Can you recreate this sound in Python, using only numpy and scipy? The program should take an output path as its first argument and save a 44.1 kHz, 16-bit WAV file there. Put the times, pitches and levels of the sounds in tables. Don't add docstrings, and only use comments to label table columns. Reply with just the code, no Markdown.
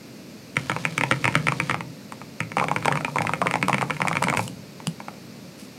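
import sys
import numpy as np
from scipy import signal
from scipy.fft import rfft, irfft, next_fast_len
from scipy.io import wavfile
from scipy.ndimage import uniform_filter1d

SR = 44100
rng = np.random.default_rng(int(sys.argv[2]) if len(sys.argv) > 2 else 0)


def wrap_up_sound(samples):
    columns = np.atleast_2d(samples).T
    tamed = np.clip(columns, -1, 1)
    steps = np.round(tamed * 32767).astype(np.int16)
    wavfile.write(sys.argv[1], SR, steps)


N = 254898
HIT_TIME = np.arange(2 ** 14) / SR
KEY_SPREAD, SPRING_SPREAD = .038, .016


def gain_of(db):
    return 10 ** (np.asarray(db) / 20)


def unit_level(x, size=None):
    return x / np.sqrt(np.mean(x[:size] ** 2))


def look_up(points, hz):
    table_hz, value = np.transpose(points)
    return np.interp(np.log(hz + 1), np.log(table_hz), value)


def add(mix, start_s, sound):
    part = mix[round(start_s * SR):][:len(sound)]
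    part += sound[:len(part)]


def noise(spectrum, size):
    gains = gain_of(look_up(spectrum, np.fft.rfftfreq(size, 1 / SR)))
    return unit_level(irfft(rfft(rng.standard_normal(size)) * gains, size))


def ring(tones, t, contact_s, detune):
    hz, db, ring_s = np.transpose(tones)[:, :, None]
    shift = 1 + detune * rng.standard_normal(hz.shape)
    waves = gain_of(db) * np.exp(-np.log(1000) * t / ring_s) * np.sin(2 * np.pi * hz * shift * t)
    onset = 1 - np.exp(-t / contact_s)
    return (waves[::2].sum(0) - waves[1::2].sum(0)) * onset


# (frequency [Hz], level [dB])
FAN_SPECTRUM = [(35, -75), (65, -19.5), (120, -2), (230, 2.5), (400, -8.5), (550, -7.5), (750, -17.5),
                (1700, -21.5), (2500, -18), (3200, -25.5), (4400, -19), (15500, -39.5)]


def fan(fan_db=-42, whine_hz=13090, whine_db=-67):
    whine = unit_level(np.sin(2 * np.pi * whine_hz * np.arange(N) / SR))
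    return gain_of(fan_db) * noise(FAN_SPECTRUM, N) + gain_of(whine_db) * whine


# (frequency [Hz], ring time [s])
ROOM_RING_TIMES = [(150, 0.9), (900, 0.19), (2300, 0.17), (5000, 0.19)]


def room_tail(t, build_s=0.036):
    hz, age, bands = signal.stft(rng.standard_normal(len(t)), SR)
    fade = np.exp(-np.log(1000) * age / look_up(ROOM_RING_TIMES, hz)[:, None])
    tail = signal.istft(bands * fade, SR)[1][:len(t)]
    tail *= 1 - np.exp(-t / build_s)
    return tail / np.linalg.norm(tail)


def room_echoes(t, near_db=-10, near_fade_s=0.0063, lap_s=.0097, flutter_db=-14, loss_db=6, tail_db=-14):
    near = rng.standard_normal(len(t)) * np.exp(-t / near_fade_s)
    paths = gain_of(near_db) * near / np.linalg.norm(near) + gain_of(tail_db) * room_tail(t)
    paths[0] += 1
    lap_s *= rng.normal(1, .025)
    for bounce in range(3):
        add(paths, (bounce + 1) * lap_s, gain_of([flutter_db - bounce * loss_db]))
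    return paths


# (frequency [Hz], level [dB])
SKIN_SPECTRUM = [(1500, -0.5), (4500, 4.5), (11000, -4.5), (16000, -24)]
# (start [s], end [s], level [dB], added brightness [dB per octave])
HAND_STROKES = [(.55, 1.722, -45, -3), (2.547, 4.314, -52, 1), (4.353, 4.436, -42, 4.5),
                (5.573, 5.616, -47, 3)]


def brushing_hands(rise_s=0.02, fade_s=0.043, grain_db=3):
    t, out = np.arange(N) / SR, np.zeros(N)
    for start, end, level_db, tilt_db in HAND_STROKES:
        stroke = np.clip((t - start) / rise_s, 0, 1) * np.exp(-np.maximum(t - end, 0) / fade_s)
        colour = [(hz, db + tilt_db * np.log2(hz)) for hz, db in SKIN_SPECTRUM]
        out += gain_of(level_db) * stroke * noise(colour, next_fast_len(N))[:N]
    grain = unit_level(uniform_filter1d(rng.standard_normal(N), size=150))
    return out * unit_level(gain_of(grain_db * grain))


# (frequency [Hz], level [dB], ring time [s])
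THUD_TONES = [(165, 2, 0.12), (232, -9, 0.11)]


def hand_thud(time_s=4.874, level_db=-24.5):
    out = np.zeros(N)
    boom = unit_level(ring(THUD_TONES, HIT_TIME, contact_s=0.0043, detune=0), size=1300)
    add(out, time_s, gain_of(level_db) * boom)
    return out


# (frequency [Hz], level [dB])
NAIL_SPECTRUM = [(500, -8), (950, 0), (1900, -11), (2900, 1.5), (4000, -2.5), (6300, -3), (8000, 2),
                 (10000, -6.5), (16000, -29)]
# (frequency [Hz], level [dB], ring time [s])
PLASTIC_TONES = [(2880, 2, 0.013), (7400, -11, 0.017)]
# (time [s], level [dB])
NAIL_HITS = [(.979, -27), (2.1219, -40), (2.8558, -28), (3.2193, -32.5), (3.5111, -35), (3.6831, -29.5),
             (3.8193, -36), (4.0827, -29.5), (4.2258, -28), (4.2386, -25.5), (4.2985, -31.5), (4.3724, -29),
             (4.4786, -33.5), (4.8707, -24.5)]


def fingernails(fade_s=0.0012, ping_db=-8, room_share=0.81):
    t, out = HIT_TIME, np.zeros(N)
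    for time_s, level_db in NAIL_HITS:
        crack = unit_level(noise(NAIL_SPECTRUM, len(t)) * np.exp(-t / fade_s), size=220)
        ping = unit_level(ring(PLASTIC_TONES, t, contact_s=0.00018, detune=SPRING_SPREAD), size=220)
        snap = gain_of(level_db) * (crack + gain_of(ping_db) * ping)
        add(out, time_s, (1 - room_share) * snap)
        add(out, time_s, room_share * signal.fftconvolve(snap, room_echoes(t)))
    return out


# (frequency [Hz], level [dB], ring time [s])
DESK_TONES = [(86.2, -21.5, 0.38), (134.3, -2, 0.24), (167.3, -0.5, 0.26), (234.3, -3.5, 0.094),
              (299, 0.5, 0.084), (340, -3.5, 0.033), (501.3, -14.5, 0.26)]


def desk_thump(t):
    return unit_level(ring(DESK_TONES, t, contact_s=0.0033, detune=0.07), size=1300)


# (frequency [Hz], level [dB])
TICK_SPECTRUM = [(2000, -17), (3400, 1.5), (8000, -1), (11000, -10.5), (16000, -33)]
# (frequency [Hz], level [dB], ring time [s])
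SWITCH_TONES = [(2705, 3, 0.015), (6660, 3, 0.0018), (8800, -0.5, .012)]


def switch_tick(t, sharpness_db, fade_s=0.0022, ping_db=2, ping_rise=0.12, brightening=0.16):
    colour = [(hz, db + brightening * sharpness_db * np.log2(hz)) for hz, db in TICK_SPECTRUM]
    crack = noise(colour, len(t)) * np.exp(-t / fade_s)
    ping = ring(SWITCH_TONES, t, contact_s=0.00021, detune=SPRING_SPREAD)
    return unit_level(crack + gain_of(ping_db + ping_rise * sharpness_db) * ping, size=220)


# (frequency [Hz], level [dB], ring time [s])
CASE_TONES = [(540, -4.5, 0.0094), (876, -2, 0.02), (1124, 0, .012), (1480, -12, 0.0085)]
# (frequency [Hz], level [dB], ring time [s])
KEYCAP_TONES = [(533, -14, 0.026), (941, -24, 0.098), (1275, -3, 0.016), (1723, -1, 0.0088),
                (2190, 8, 0.0079), (2410, 3.5, 0.0094), (2950, 5, 0.0033)]


def key_knock(t, case_db, cap_db):
    case = unit_level(ring(CASE_TONES, t, contact_s=0.00073, detune=2 * KEY_SPREAD), size=220)
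    cap = unit_level(ring(KEYCAP_TONES, t, contact_s=0.00093, detune=KEY_SPREAD), size=220)
    return gain_of(case_db) * case + gain_of(cap_db) * cap


def hit_levels(strength_db, hardness, cap_span_db=53.5, muffle_below=0.32, muffle_db=-9):
    above_middle = hardness - .5
    cap_share = 1 / (1 + gain_of(-cap_span_db * above_middle) ** 2)
    case_db, cap_db = 10 * np.log10(1 - cap_share), 10 * np.log10(cap_share)
    tick_db = -15.5 + 5.5 * above_middle
    tick_db += muffle_db * max(1 - hardness / muffle_below, 0)
    thump_db = -15 + 6.5 * above_middle
    return strength_db + np.array([case_db, cap_db, tick_db, thump_db])


# (time [s], strength [dB], hardness [0 = fingertip, 1 = plastic on plastic])
KEY_HITS = [ (0.5674, -15.5, 1), (0.6968, -18.5, .65), (0.7164, -22.5, 0.61), (0.7636, -22, 0.4),
            (0.8515, -16, 0.69), (.979, -17.5, 1), (1.0101, -18, 0.67), (1.0356, -16, 0.53),
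            (1.1121, -13.5, 0.79), (1.122, -19, 0.76), (1.2431, -16.5, 0.82), (1.2539, -15.5, 0.67),
            (1.278, -15.5, .55), (1.342, -28.5, 0.63), (1.3533, -11.5, 0.88), (1.469, -17, .65),
            (1.4838, -15.5, .7), (1.521, -20.5, .4), (1.6001, -16.5, 0.98), (1.6963, -18.5, 0.68),
            (1.7106, -19, 0.64), (1.7433, -21, 0.47), (1.8068, -26, 0.48), (2.1218, -30.5, 0.34),
            (2.2152, -34.5, 0.42), (2.4040, -18.5, 0.88), (2.5178, -30, 0.67), (2.5687, -14.5, 0.25),
            (2.583, -20.5, 0.68), (2.5979, -19, 0.51), (2.6122, -17, .1), (2.6244, -20.5, 0.046),
            (2.6405, -19.5, 0.33), (2.6839, -21.5, .55), (2.7136, -17.5, 0.24), (2.762, -18.5, 0.6),
            (2.825, -32, .65), (2.848, -25.5, 1), (2.856, -14.5, 0.27), (2.8804, -14.5, 0.46),
            (2.914, -18.5, .1), (2.9239, -20, 0.85), (2.955, -22.5, 0.43), (2.9731, -22.5, .55),
            (3.008, -28, 0.39), (3.0472, -18.5, 0.59), (3.081, -26, .1), (3.158, -19, 0.29),
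            (3.1679, -19.5, 0.16), (3.1841, -18.5, 0.67), (3.2055, -20, .05), (3.2192, -24, 0.53),
            (3.2493, -23.5, 0.23), (3.2693, -21.5, 0.84), (3.293, -18, 0.22), (3.335, -18.5, .6),
            (3.416, -15.5, 0.31), (3.4225, -21, .1), (3.4595, -20, .05), (3.469, -17, 0.66),
            (3.5107, -22, 0.61), (3.539, -18, 0.51), (3.5554, -18, .35), (3.627, -15.5, 0.67),
            (3.6828, -15.5, 0.26), (3.6956, -16, 0.29), (3.7295, -16, 0.6), (3.7434, -17, 0.56),
            (3.7819, -22.5, 0.63), (3.8112, -21, 0.43), (3.8192, -23.5, 0.62), (3.8265, -19, .05),
            (3.8981, -25.5, 0.41), (3.9062, -19.5, .8), (3.966, -31, 0.65), (4.003, -21.5, 0.28),
            (4.0172, -16.5, 0.6), (4.0516, -19.5, 0.043), (4.0725, -20, .5), (4.0822, -21, 0.75),
            (4.1123, -19, .05), (4.129, -23.5, 1), (4.1536, -22, 0.53), (4.1688, -19, 0.68),
            (4.221, -19.5, 0.11), (4.2254, -21, 0.45), (4.2392, -18.5, 0.99), (4.27, -21, .15),
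            (4.284, -17.5, 0.62), (4.2991, -19.5, 0.6), (4.3265, -23, 0.27), (4.3377, -20, 0.38),
            (4.348, -23, 0.34), (4.3717, -17.5, .6), (4.3926, -17.5, 0.35), (4.8015, -36.5, 0.41),
            (5.0021, -31.5, 0.39), (5.083, -29, 0.35)]


def typing(rattle_db=-24, crackle_db=-17, rattle_lag_s=.012, rattle_spread_s=0.028):
    t, out = HIT_TIME, np.zeros(N)
    for time_s, strength_db, hardness in KEY_HITS:
        case_db, cap_db, tick_db, thump_db = hit_levels(strength_db, hardness)
        knock = key_knock(t, case_db, cap_db)
        tick = gain_of(tick_db) * switch_tick(t, sharpness_db=tick_db - max(case_db, cap_db))
        thump = gain_of(thump_db) * desk_thump(t)
        add(out, time_s, signal.fftconvolve(knock + .5 * tick + thump, room_echoes(t)))
        add(out, time_s, .5 * tick)
        rattle = gain_of(rattle_db) * knock + gain_of(crackle_db) * tick
        for offset_s in rng.normal(rattle_lag_s, rattle_spread_s, size=2):
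            add(out, time_s + offset_s, rattle)
    return out


def scene():
    return (typing() + fingernails() + hand_thud() + brushing_hands() + fan())[None]


def record(dry, low_cut_hz=50, ceiling=.75, high_cut_hz=15900):
    thinned = signal.sosfilt(signal.butter(2, low_cut_hz, "highpass", fs=SR, output="sos"), dry)
    rounded = thinned / (1 + (thinned / ceiling) ** 6) ** (1 / 6)
    treble_cut = signal.firwin(511, high_cut_hz, window=("kaiser", 9), fs=SR)
    return signal.oaconvolve(rounded, treble_cut[None], "same")


dry = scene()
out = record(dry)
wrap_up_sound(out)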